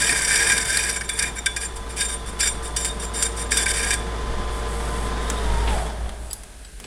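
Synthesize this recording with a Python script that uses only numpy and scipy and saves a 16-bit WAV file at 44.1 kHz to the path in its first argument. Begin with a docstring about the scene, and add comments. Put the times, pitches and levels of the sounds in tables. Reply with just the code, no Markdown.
"""A harsh, ringing scrape: a boring head on a milling machine opens a hole in a thin steel pan.
The edge sticks and slips, ringing the boring bar and the sheet and snapping off chips. It scrapes all
round at first, then only catches the rim on each turn, squealing, until it breaks through.
Gears whine over the frame's drone; the spindle runs free, is switched off and winds down.
Small steel parts clink in the workshop."""
import sys
import numpy as np
from scipy import signal
from scipy.fft import rfft, irfft, next_fast_len
from scipy.io import wavfile

SR = 44100
rng = np.random.default_rng(int(sys.argv[2]) if len(sys.argv) > 2 else 0)


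def file_out(sig):
    """Save sig as 16-bit WAV at sys.argv[1]."""
    # one column per channel
    cols = np.atleast_2d(sig).T
    # limit, then scale
    lim = np.clip(cols, -1, 1)
    pcm = np.round(lim * 32767).astype(np.int16)
    wavfile.write(sys.argv[1], SR, pcm)


N = 302526
TIME = np.arange(N) / SR
TURNS_PER_S = 2.645   # of the tool while it cuts

# how loud the machine sounds, slowly swelling, then dying away as it stops: time_s, level_db
MACHINE_LEVEL = [(0, -40.5), (1.45, -39.5), (2.12, -37), (5.79, -28.5), (6.25, -43.5), (6.73, -56)]
# the spindle runs, then brakes: time_s, share_of_full_speed, braking_whine_db
SPINDLE = [(0, 0.98, -0.5), (5.35, 1, 0.5), (5.5, 0.91, 1), (5.69, 0.9, 5.5), (5.81, 0.66, 9),
           (5.9, 0.67, -7), (6.2, 0.37, 4), (6.4, 0.021, -20)]


def cutting(bar_push, sheet_push, catch_s=0.012, halving_db=22, judder_db=2.5):
    """The edge's jolts ring the bar and the sheet; the tearing chip adds grit and snaps."""
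    # the edge catches and snaps off a chip: time_s, peak_db, chatter_db, snap_db
    catches = [(0.0925, -15, -14.5, -34), (0.2467, -9, -30, -47), (0.358, -7, -32, -34),
               (0.5768, -5, -23, -37), (0.7716, -11, -21, -28), (0.896, -19, -33, -33),
               (0.9612, -14, -29, -53), (1.0084, -18, -25, -53), (1.0909, -10, -18.5, -42),
               (1.189, -7, -20.5, -41), (1.224, -10, -26, -45), (1.4597, -6, -19, -44),
               (1.5626, -13.5, -22.5, -58), (2.007, -7, -19.5, -53), (2.404, -6.5, -21.5, -40),
               (2.429, -12, -16.5, -40), (2.472, -10, -26, -52), (2.7635, -6, -26.5, -42),
               (2.8469, -6.5, -25, -53), (3.2244, -4, -33, -43), (3.5167, -7.5, -15.5, -50),
               (3.5708, -2.5, -34, -34), (3.6593, -10.5, -13, -40), (3.906, -7, -17, -45),
               (3.932, -10.5, -22, -57)]
    # resonances of the boring bar and the sheet: pitch_hz, width_hz, level_db
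    bar_modes = [(3020, 220, -5.5), (3647, 46, 5.5), (4734, 160, -3), (5300, 55, -1.5), (5727, 57, 6),
                 (6540, 78, -19), (6640, 52, -6), (7376, 145, 4), (7860, 103, 1.5), (8870, 72, 10),
                 (9200, 27, 5), (9690, 97, 1), (10000, 46, -25), (10580, 103, 1.5), (11100, 59, -2.5),
                 (14300, 200, -16)]
    sheet_modes = [(1603.5, 40.4, 5), (1832, 66, -3), (2110, 210, -8.5), (2352, 73, 1)]
    # tone colours of the chip tearing and snapping: frequency_hz, level_db
    grit_spectrum = [(1400, 5), (1900, 5.5), (2500, 3), (3000, 1.5), (4100, -6.5), (4800, 12.5),
                     (6400, -12.5), (8200, 12.5), (10500, -3.5), (12000, -8.5), (15500, -19)]
    snap_spectrum = [(1500, -31), (3000, -1), (5200, 13), (8000, -22), (10500, 14), (12000, -9),
                     (15500, -23)]
    start, peak_db, chatter_db, snap_db = np.transpose(catches)
    # a brittle snap is over at once, a dull one tears for longer
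    lengths = catch_s * 2 ** ((snap_db.mean() - snap_db) / halving_db)
    judder = from_db(-1 + judder_db * np.tanh(drift(41)))
    on_bar = np.hypot(judder * bar_push, bursts(start, peak_db - 12, lengths, shape=1.9))
    on_sheet = np.hypot(judder * sheet_push, bursts(start, chatter_db - 1, lengths, shape=2.4))
    jolts = slips(per_s=3500, spread_db=2.5)
    bar = resonate(on_bar * jolts, bar_modes, flare_db=3)
    bar = sway(filtered(bar, "band", [2200, 13000]), share=0.0023)
    sheet = resonate(on_sheet * jolts, sheet_modes, flare_db=2.5)
    sheet = sway(filtered(sheet, "band", [1350, 2900], order=3), share=0.0197)
    tearing = on_bar * slips(per_s=4000, spread_db=1)
    # the sharper the snap, the more abruptly the edge bites
    bite = bursts(start, snap_db + 21, decay_s=0.003) * rng.standard_normal(N)
    grit = colour(tearing + bite, grit_spectrum)
    snaps = bursts(start, snap_db + 12, decay_s=0.0056) * noise(snap_spectrum)
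    return bar + from_db(-1) * sheet + from_db(-5) * grit + snaps


def contact(notch_at_s=0.265, notch_s=0.0059, notch_dip_db=14):
    """How hard the edge works on the bar and on the sheet: the full cut, then the rubs."""
    # the first cut, all round the hole: time_s, scrape_db, chatter_db
    full_cut = [(0.0, -20, -23), (0.11, -25, -22.5), (0.182, -26.5, -28), (0.498, -22, -20.5),
                (0.556, -25.5, -27.5), (0.904, -27.5, -27.5), (0.93, -34, -40)]
    # how freely the sheet answers a rub: time_s, chatter_over_scrape_db
    sheet_answer = [(1.05, 3.5), (1.28, 8), (1.7, -5), (3.2, -6), (3.7, -1.5)]
    bar_db, sheet_db = in_time(full_cut, right=-120)
    # once a turn the edge crosses a notch in the rim and the scrape dips
    turns_from_notch = ((TIME - notch_at_s) * TURNS_PER_S + 0.5) % 1 - 0.5
    dip_db = notch_dip_db * np.exp(-(turns_from_notch / TURNS_PER_S / notch_s) ** 2)
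    bar = from_db(bar_db + 1.5 - dip_db + np.tanh(drift(25)))
    sheet = from_db(sheet_db + 2 - dip_db + np.tanh(drift(9.8)))
    start, length, rub_db, _, _ = rubs()
    chatter_db = rub_db + np.interp(start, *np.transpose(sheet_answer))
    bar += swells(zip(start, length, rub_db), rise_s=0.0048, fall_s=0.0052)
    sheet += swells(zip(start, length, chatter_db), rise_s=0.0098, fall_s=0.0052)
    return bar, sheet


def rubs():
    """The tool rubs the high parts of the rim and grazes a spot on the far side once a turn."""
    # touches on the rim: start_s, length_s, scrape_db, lower_squeal_db, upper_squeal_db
    rim_rubs = [(0.923, 0.052, -33, -35, -35), (1.034, 0.023, -40.5, -39, -54),
                (1.077, 0.1, -39.5, -44, -35), (1.175, 0.11, -30.5, -40, -56),
                (1.353, 0.038, -36, -39, -52), (1.598, 0.059, -32, -37, -36.5),
                (1.755, 0.017, -36.5, -53, -52), (1.961, 0.099, -29.5, -33, -36),
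                (2.079, 0.068, -34, -41.5, -40.5), (2.388, 0.092, -24.5, -29, -30),
                (2.759, 0.13, -33, -35.5, -36.5), (3.136, .13, -29.5, -33.5, -35),
                (3.504, 0.13, -24.5, -36, -42), (3.674, 0.042, -21.5, -40, -42),
                (3.731, 0.21, -26.5, -54, -47)]
    # as the tool sinks, each graze comes earlier, lasts longer and is louder
    turn = np.arange(5)
    start_s = 1.888 + turn * (1 / TURNS_PER_S - 0.01)
    length_s = 0.038 + 0.0074 * turn
    scrape_db, squeal_db = -40 + 1.5 * turn, -48 + 2.5 * turn
    return np.hstack([np.transpose(rim_rubs), [start_s, length_s, scrape_db, squeal_db, squeal_db]])


def sway(x, share):
    """The pitch sways as the point of contact travels round the hole."""
    rad_per_s = 2 * np.pi * TURNS_PER_S
    return np.interp(TIME + share / rad_per_s * np.sin(rad_per_s * (TIME - 0.46)), TIME, x)


def squeal(lower_hz=7334, upper_hz=8860, flutter_db=4.5):
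    """The rubbing bar locks onto two modes; the lower carries a lingering sub-octave and an octave."""
    start, length, _, lower_db, upper_db = rubs()
    lower = swells(zip(start, length, lower_db), rise_s=0.038, fall_s=0.023)
    lower *= from_db(flutter_db * drift(41))
    sub = swells(zip(start, length, lower_db - 7), rise_s=0.021, fall_s=0.04)
    sub *= from_db(flutter_db * drift(25))
    upper = swells(zip(start, length, upper_db), rise_s=0.0067, fall_s=0.035)
    upper *= from_db(flutter_db * drift(38))
    phase = 2 * np.pi * np.cumsum(lower_hz + 6 * drift(25.3)) / SR
    stack = sub * np.sin(phase / 2) + lower * (np.sin(phase) + from_db(-25) * np.sin(2 * phase))
    return np.sqrt(2) * stack + upper * tone(upper_hz, wander_hz=26, wander_rate=48.6)


def sizzle(push, level_db=-42, full_push_db=-35, flutter_db=4):
    """Even the lightest touch sizzles as the edge shaves the burr; pressing harder adds no more."""
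    burr = noise([(7000, -9), (9000, 2), (10600, 11.5), (12000, -20),
                  (13500, -8), (14700, -13), (15600, -22)])
    return from_db(level_db + flutter_db * drift(45)) * np.tanh(push / from_db(full_push_db)) * burr


def rim(pitch_hz=3468, t60_s=0.43, shaken_db=-53):
    """One mode of the rim sings on after a hard catch, and faintly while the machine shakes it."""
    # hard catches: start_s, level_db
    strikes = [(1.092, -33), (1.459, -30), (2.41, -33), (3.57, -29), (3.94, -38)]
    start, db = np.transpose(strikes)
    struck = bursts(start, db, t60_s / np.log(1000)) * tone(pitch_hz, wander_hz=4.7, wander_rate=7.7)
    shaken = resonate(rng.standard_normal(N), [(pitch_hz, 30, 0)], flare_db=1.5)
    speed, _ = in_time(SPINDLE)
    return struck + from_db(shaken_db) * speed ** 2 * shaken


def free_bar(start_s=5.03, length_s=0.5, level_db=-48, pitch_hz=3660, width_hz=150):
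    """Lifted clear of the hole, the spinning bar sings faintly at one mode."""
    ring = resonate(rng.standard_normal(N), [(pitch_hz, width_hz, 0)], flare_db=6)
    return swells([(start_s, length_s, level_db)], rise_s=0.092, fall_s=0.12) * ring


def gear_train(level, mesh_hz=1025.6, waver_db=2):
    """Gears rattle and whine, bearings whirr; as the spindle brakes, the whine fades, the mesh growls."""
    # gears under power, gears coasting, bearings: frequency_hz, level_db
    driven_spectrum = [(53, -35), (90, -4.5), (192, -1.5), (329, -9), (455, -1), (503, -9), (940, -7),
                       (1010, -8), (1090, -11.5), (1300, -9.5), (1690, -41), (2860, -120)]
    coasting_spectrum = [(53, -25), (90, -10), (146, -9), (195, -2), (284, -17), (440, -6), (492, -16.5),
                         (608, -5.5), (899, -10.5), (1060, -13), (1300, -15), (1690, -53), (2860, -120)]
    bearing_spectrum = [(1350, 3), (1600, 6), (2100, 1), (2600, -5), (3450, -0.5), (4100, -7.5),
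                        (4700, -5.5), (6500, -10.5), (10000, -14.5), (15000, -61)]
    # whining tones and a ringing resonance of the running machine: pitch_hz, relative_db
    running_tones = [(361, -45.5), (463, -41), (598, -46.5), (721, -46.5), (1198, -45.5)]
    speed, braking_db = in_time(SPINDLE)
    driven = np.clip((speed - 0.65) / 0.33, 0, 1)
    gears = np.sqrt(driven) * from_db(-2) * noise(driven_spectrum)
    gears += np.sqrt(1 - driven) * from_db(-1.5) * noise(coasting_spectrum)
    whirr = from_db(np.interp(speed, [0.6, 0.7], [-10, -7])) * noise(bearing_spectrum)
    rattle = (gears + whirr) * from_db(drift(45))
    whine = 0
    for hz, db in running_tones:
        gain = from_db(db + 30 + waver_db * drift(7.8))
        whine += gain * tone(hz * speed, wander_hz=3.47, wander_rate=20.56)
    mesh = from_db(braking_db - 9 + waver_db * drift(29))
    mesh *= tone(mesh_hz * speed, wander_hz=4.5 + 190 * (1 - speed), wander_rate=85)
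    return level * (rattle + speed ** 7 * whine + speed * mesh)


def gear_level(push, load_db=-12, settle_s=0.035):
    """The gears run louder while the cut loads them."""
    pole = np.exp(-1 / (settle_s * SR))
    load, _ = signal.lfilter([1 - pole], [1, -pole], push, zi=push[:1])
    return np.hypot(from_db(in_time(MACHINE_LEVEL)[0]), from_db(load_db) * load)


def spindle_swish():
    """The free-running spindle gives off dry swishes."""
    # swishes: start_s, length_s, relative_db
    swishes = [(4.5, 0.089, -39.5), (4.67, 0.4, -38.5), (5.2, 0.55, -40.5), (5.68, .18, -41),
               (6.19, 0.091, -46)]
    # their airy hiss: frequency_hz, level_db
    hiss_spectrum = [(5000, -28), (8000, 0.5), (10500, -2), (12000, -16), (15000, -26)]
    return from_db(-5) * swells(swishes, rise_s=0.015, fall_s=0.049) * noise(hiss_spectrum)


def clack(start_s=5.675, level_db=-28):
    """The gear train knocks once through its backlash as the spindle brakes."""
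    knock = noise([(600, -9), (1700, 3), (3400, 1), (5000, -14)])
    return bursts([start_s], [level_db], decay_s=0.038) * knock


def frame(upper_hz=103):
    """The heavy frame drones at its lowest mode, faintly at a second one, over an uneven rumble."""
    # shakes as the head lifts and the spindle brakes: start_s, length_s, drone_db, rumble_db
    shakes = [(4.18, 0.093, -43, -27), (5.415, 0.31, -23.5, -29), (5.98, 0.069, -25, -36),
              (6.169, 0.089, -32.5, -50)]
    # the lowest mode: time_s, pitch_hz
    drone_pitch = [(0, 58.15), (5.3, 55.4), (5.62, 54.83), (5.95, 56.8), (6.4, 58.2)]
    # the rumble: frequency_hz, level_db
    rumble_spectrum = [(7.1, -32), (12, 6), (27, -12), (45, -8), (58, -36), (99, -120)]
    machine_db = in_time(MACHINE_LEVEL)[0]
    start, length, drone_db, rumble_db = np.transpose(shakes)
    drone_shake = swells(zip(start, length, drone_db), rise_s=0.026, fall_s=0.044)
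    rumble_shake = swells(zip(start, length, rumble_db), rise_s=0.015, fall_s=0.2)
    modes = tone(in_time(drone_pitch)[0], wander_hz=0.61, wander_rate=7.2)
    modes += from_db(-17) * tone(upper_hz, wander_hz=4.2, wander_rate=11.3)
    drone = np.hypot(from_db(machine_db + 3), drone_shake) * modes
    rumble = np.hypot(from_db(machine_db - 7), rumble_shake) * noise(rumble_spectrum)
    return drone + rumble


def clinks(split_hz=6500, crack_s=0.005, high_modes_hz=8700):
    """Steel parts touch with a short crack; dull touches ring the low modes, bright ones the high."""
    # touches: start_s, crack_db, relative_treble_db, ring_db
    touches = [(5.3, -16.5, 7.5, -60), (6.092, -28, 3, -62), (6.304, -42, -8, -47),
               (6.31, -32.5, 4.5, -34.5), (6.331, -34, 16, -26.5), (6.435, -34.5, 7.5, -47),
               (6.648, -37, -6, -45), (6.8, -32, 8, -43), (6.842, -31.5, -26, -44)]
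    # the parts' modes: pitch_hz, level_db, t60_s
    part_modes = [(4850, 2.5, 0.062), (7860, 6, 0.068), (9270, 0, 0.036), (9900, 10.5, 0.019),
                  (11700, -2, 0.033), (12980, -15, .04), (14200, -12, .024), (15200, -17, .024)]
    # the crack: frequency_hz, level_db
    crack_spectrum = [(800, 11), (2000, 5), (3500, 13.5), (9500, 0.5), (12000, -20), (15500, -29)]
    start, crack_db, treble_db, ring_db = np.transpose(touches)
    crack = from_db(1) * noise(crack_spectrum)
    out = filtered(crack, "low", split_hz) * bursts(start, crack_db, crack_s)
    out += filtered(crack, "high", split_hz) * bursts(start, crack_db + treble_db, crack_s)
    tilt_db = 3.9 * (treble_db - 6)
    for hz, mode_db, t60_s in part_modes:
        muted_db = np.clip(tilt_db if hz < high_modes_hz else -tilt_db, 0, 22)
        ring = bursts(start, ring_db + mode_db - muted_db, t60_s / np.log(1000))
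        out += ring * np.sin(2 * np.pi * hz * TIME)
    return out


def shuffle():
    """Something is shifted softly nearby after the machine has stopped."""
    # the movement: start_s, length_s, level_db
    shifts = [(6.79, .07, -42.5)]
    dull_rub = noise([(110, 6), (450, 4), (900, -17), (2000, -5), (5000, -26)])
    return swells(shifts, rise_s=0.025, fall_s=0.03) * dull_rub


def workshop_reverb(x, t60_s=0.37, wet_db=-12, predelay_s=0.004):
    """The walls and the machine add a short diffuse tail."""
    t = TIME[:SR // 2]
    tail = rng.standard_normal(len(t)) * from_db(-60 * t / t60_s) * (t > predelay_s)
    return x + from_db(wet_db) * signal.fftconvolve(x, tail / np.linalg.norm(tail))[:N]


def room_tone(level_db=-42):
    """The shop's steady bed of low rumble and faint hiss."""
    # the background: frequency_hz, level_db
    shop_spectrum = [(24, -27), (40, 4.5), (98, -18), (213, -22.5), (343, -22.5), (1170, -41), (1580, -23),
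                     (1740, -29), (6550, -34), (9520, -26.5), (15700, -58.5)]
    return from_db(level_db) * noise(shop_spectrum)


def slips(per_s, spread_db):
    """Stick and slip: dense tiny jolts of uneven size."""
    sizes = from_db(spread_db * np.minimum(rng.exponential(1, N), 4)) * rng.choice([-1, 1], N)
    return rms_one(sizes * (rng.random(N) < per_s / SR))


def resonate(x, modes, flare_db):
    """Parallel (pitch_hz, width_hz, level_db) resonances, each flaring at random."""
    out, power = 0, 0
    for k, (hz, width, db) in enumerate(modes):
        radius = np.exp(-np.pi * width / SR)
        push = x * from_db(db + flare_db * np.tanh(drift(42))) * (1 - radius ** 2) / 2
        poles = [1, -2 * radius * np.cos(2 * np.pi * hz / SR), radius ** 2]
        out += (-1) ** k * signal.lfilter([1, 0, -1], poles, push + 1e-18)
        power += from_db(2 * db) * (1 - radius)
    return out / np.sqrt(power)


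def bursts(starts, levels_db, decay_s, shape=1):
    """Envelope of sudden starts that die away; a higher shape holds longer, then drops."""
    power, t = np.zeros(N), TIME[:SR]
    for start, db, decay in np.broadcast(starts, levels_db, decay_s):
        at = round(start * SR)
        burst = from_db(db) * np.exp(-(t / decay) ** shape)
        power[at:at + SR] += burst[:N - at] ** 2
    return np.sqrt(power)


def swells(rows, rise_s, fall_s):
    """Envelope of (start_s, length_s, level_db) rows: each builds up, holds and dies away."""
    out, t = np.zeros(N), TIME[:SR]
    attack = 1 - np.exp(-t / rise_s)
    for start, length, db in rows:
        at = round(start * SR)
        release = np.exp(-np.maximum(t - length, 0) / fall_s)
        out[at:at + SR] += (from_db(db) * attack * release)[:N - at]
    return out


def tone(hz, wander_hz, wander_rate):
    """A sine of unit power whose pitch wanders."""
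    return np.sqrt(2) * np.sin(2 * np.pi * np.cumsum(hz + wander_hz * drift(wander_rate)) / SR)


def noise(spectrum):
    """Coloured noise of unit power."""
    return rms_one(colour(rng.standard_normal(N), spectrum))


def colour(x, spectrum):
    """Causal filter through (frequency_hz, level_db) points, with steep skirts."""
    hz, db = np.transpose(spectrum)
    size = 2 * next_fast_len(N // 2 + SR // 10, real=True)
    octave, points = np.log2(np.maximum(np.fft.rfftfreq(size, 1 / SR), 1)), np.log2(hz)
    outside = np.abs(octave - np.clip(octave, points[0], points[-1]))
    gain = rms_one(from_db(np.interp(octave, points, db) - np.minimum(36 * outside, 70)))
    # minimum phase keeps the attacks sharp
    cepstrum = irfft(np.log(gain))
    cepstrum[1:size // 2] *= 2
    cepstrum[size // 2 + 1:] = 0
    return irfft(rfft(x, size) * np.exp(rfft(cepstrum)))[:N]


def filtered(x, kind, hz, order=2):
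    """A gentle low, high or band pass."""
    return signal.sosfilt(signal.butter(order, hz, kind, fs=SR, output="sos"), x)


def drift(rate_hz, hop=20, warmup=4000):
    """Smooth random motion with a spread of 1."""
    pole = np.exp(-2 * np.pi * hop * rate_hz / SR)
    white = rng.standard_normal(N // hop + warmup + 2)
    slow = signal.lfilter([1], [1, -2 * pole, pole ** 2], white)[warmup:]
    return np.interp(np.arange(N) / hop, np.arange(len(slow)), rms_one(slow))


def in_time(rows, **ends):
    """One curve for each column after time_s."""
    times, *columns = np.transpose(rows)
    return [np.interp(TIME, times, column, **ends) for column in columns]


def from_db(db):
    """Decibels to gain."""
    return 10 ** (np.asarray(db) / 20)


def rms_one(x):
    """Scale to unit power."""
    return x / np.sqrt(np.mean(x ** 2) + 1e-20)


def scene():
    """Cut and clinks in the room, over the machine and the shop's background."""
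    bar_push, sheet_push = contact()
    near = workshop_reverb(cutting(bar_push, sheet_push) + sizzle(bar_push) + clinks() + clack())
    near += squeal() + rim() + free_bar() + shuffle()
    machine = gear_train(gear_level(sheet_push)) + spindle_swish() + frame()
    return (near + machine + room_tone())[None]


def record(dry, cutoff_hz=15900):
    """The top treble is cut steeply."""
    return signal.sosfilt(signal.ellip(10, 0.1, 80, cutoff_hz, fs=SR, output="sos"), dry)


dry = scene()
out = record(dry)
file_out(out)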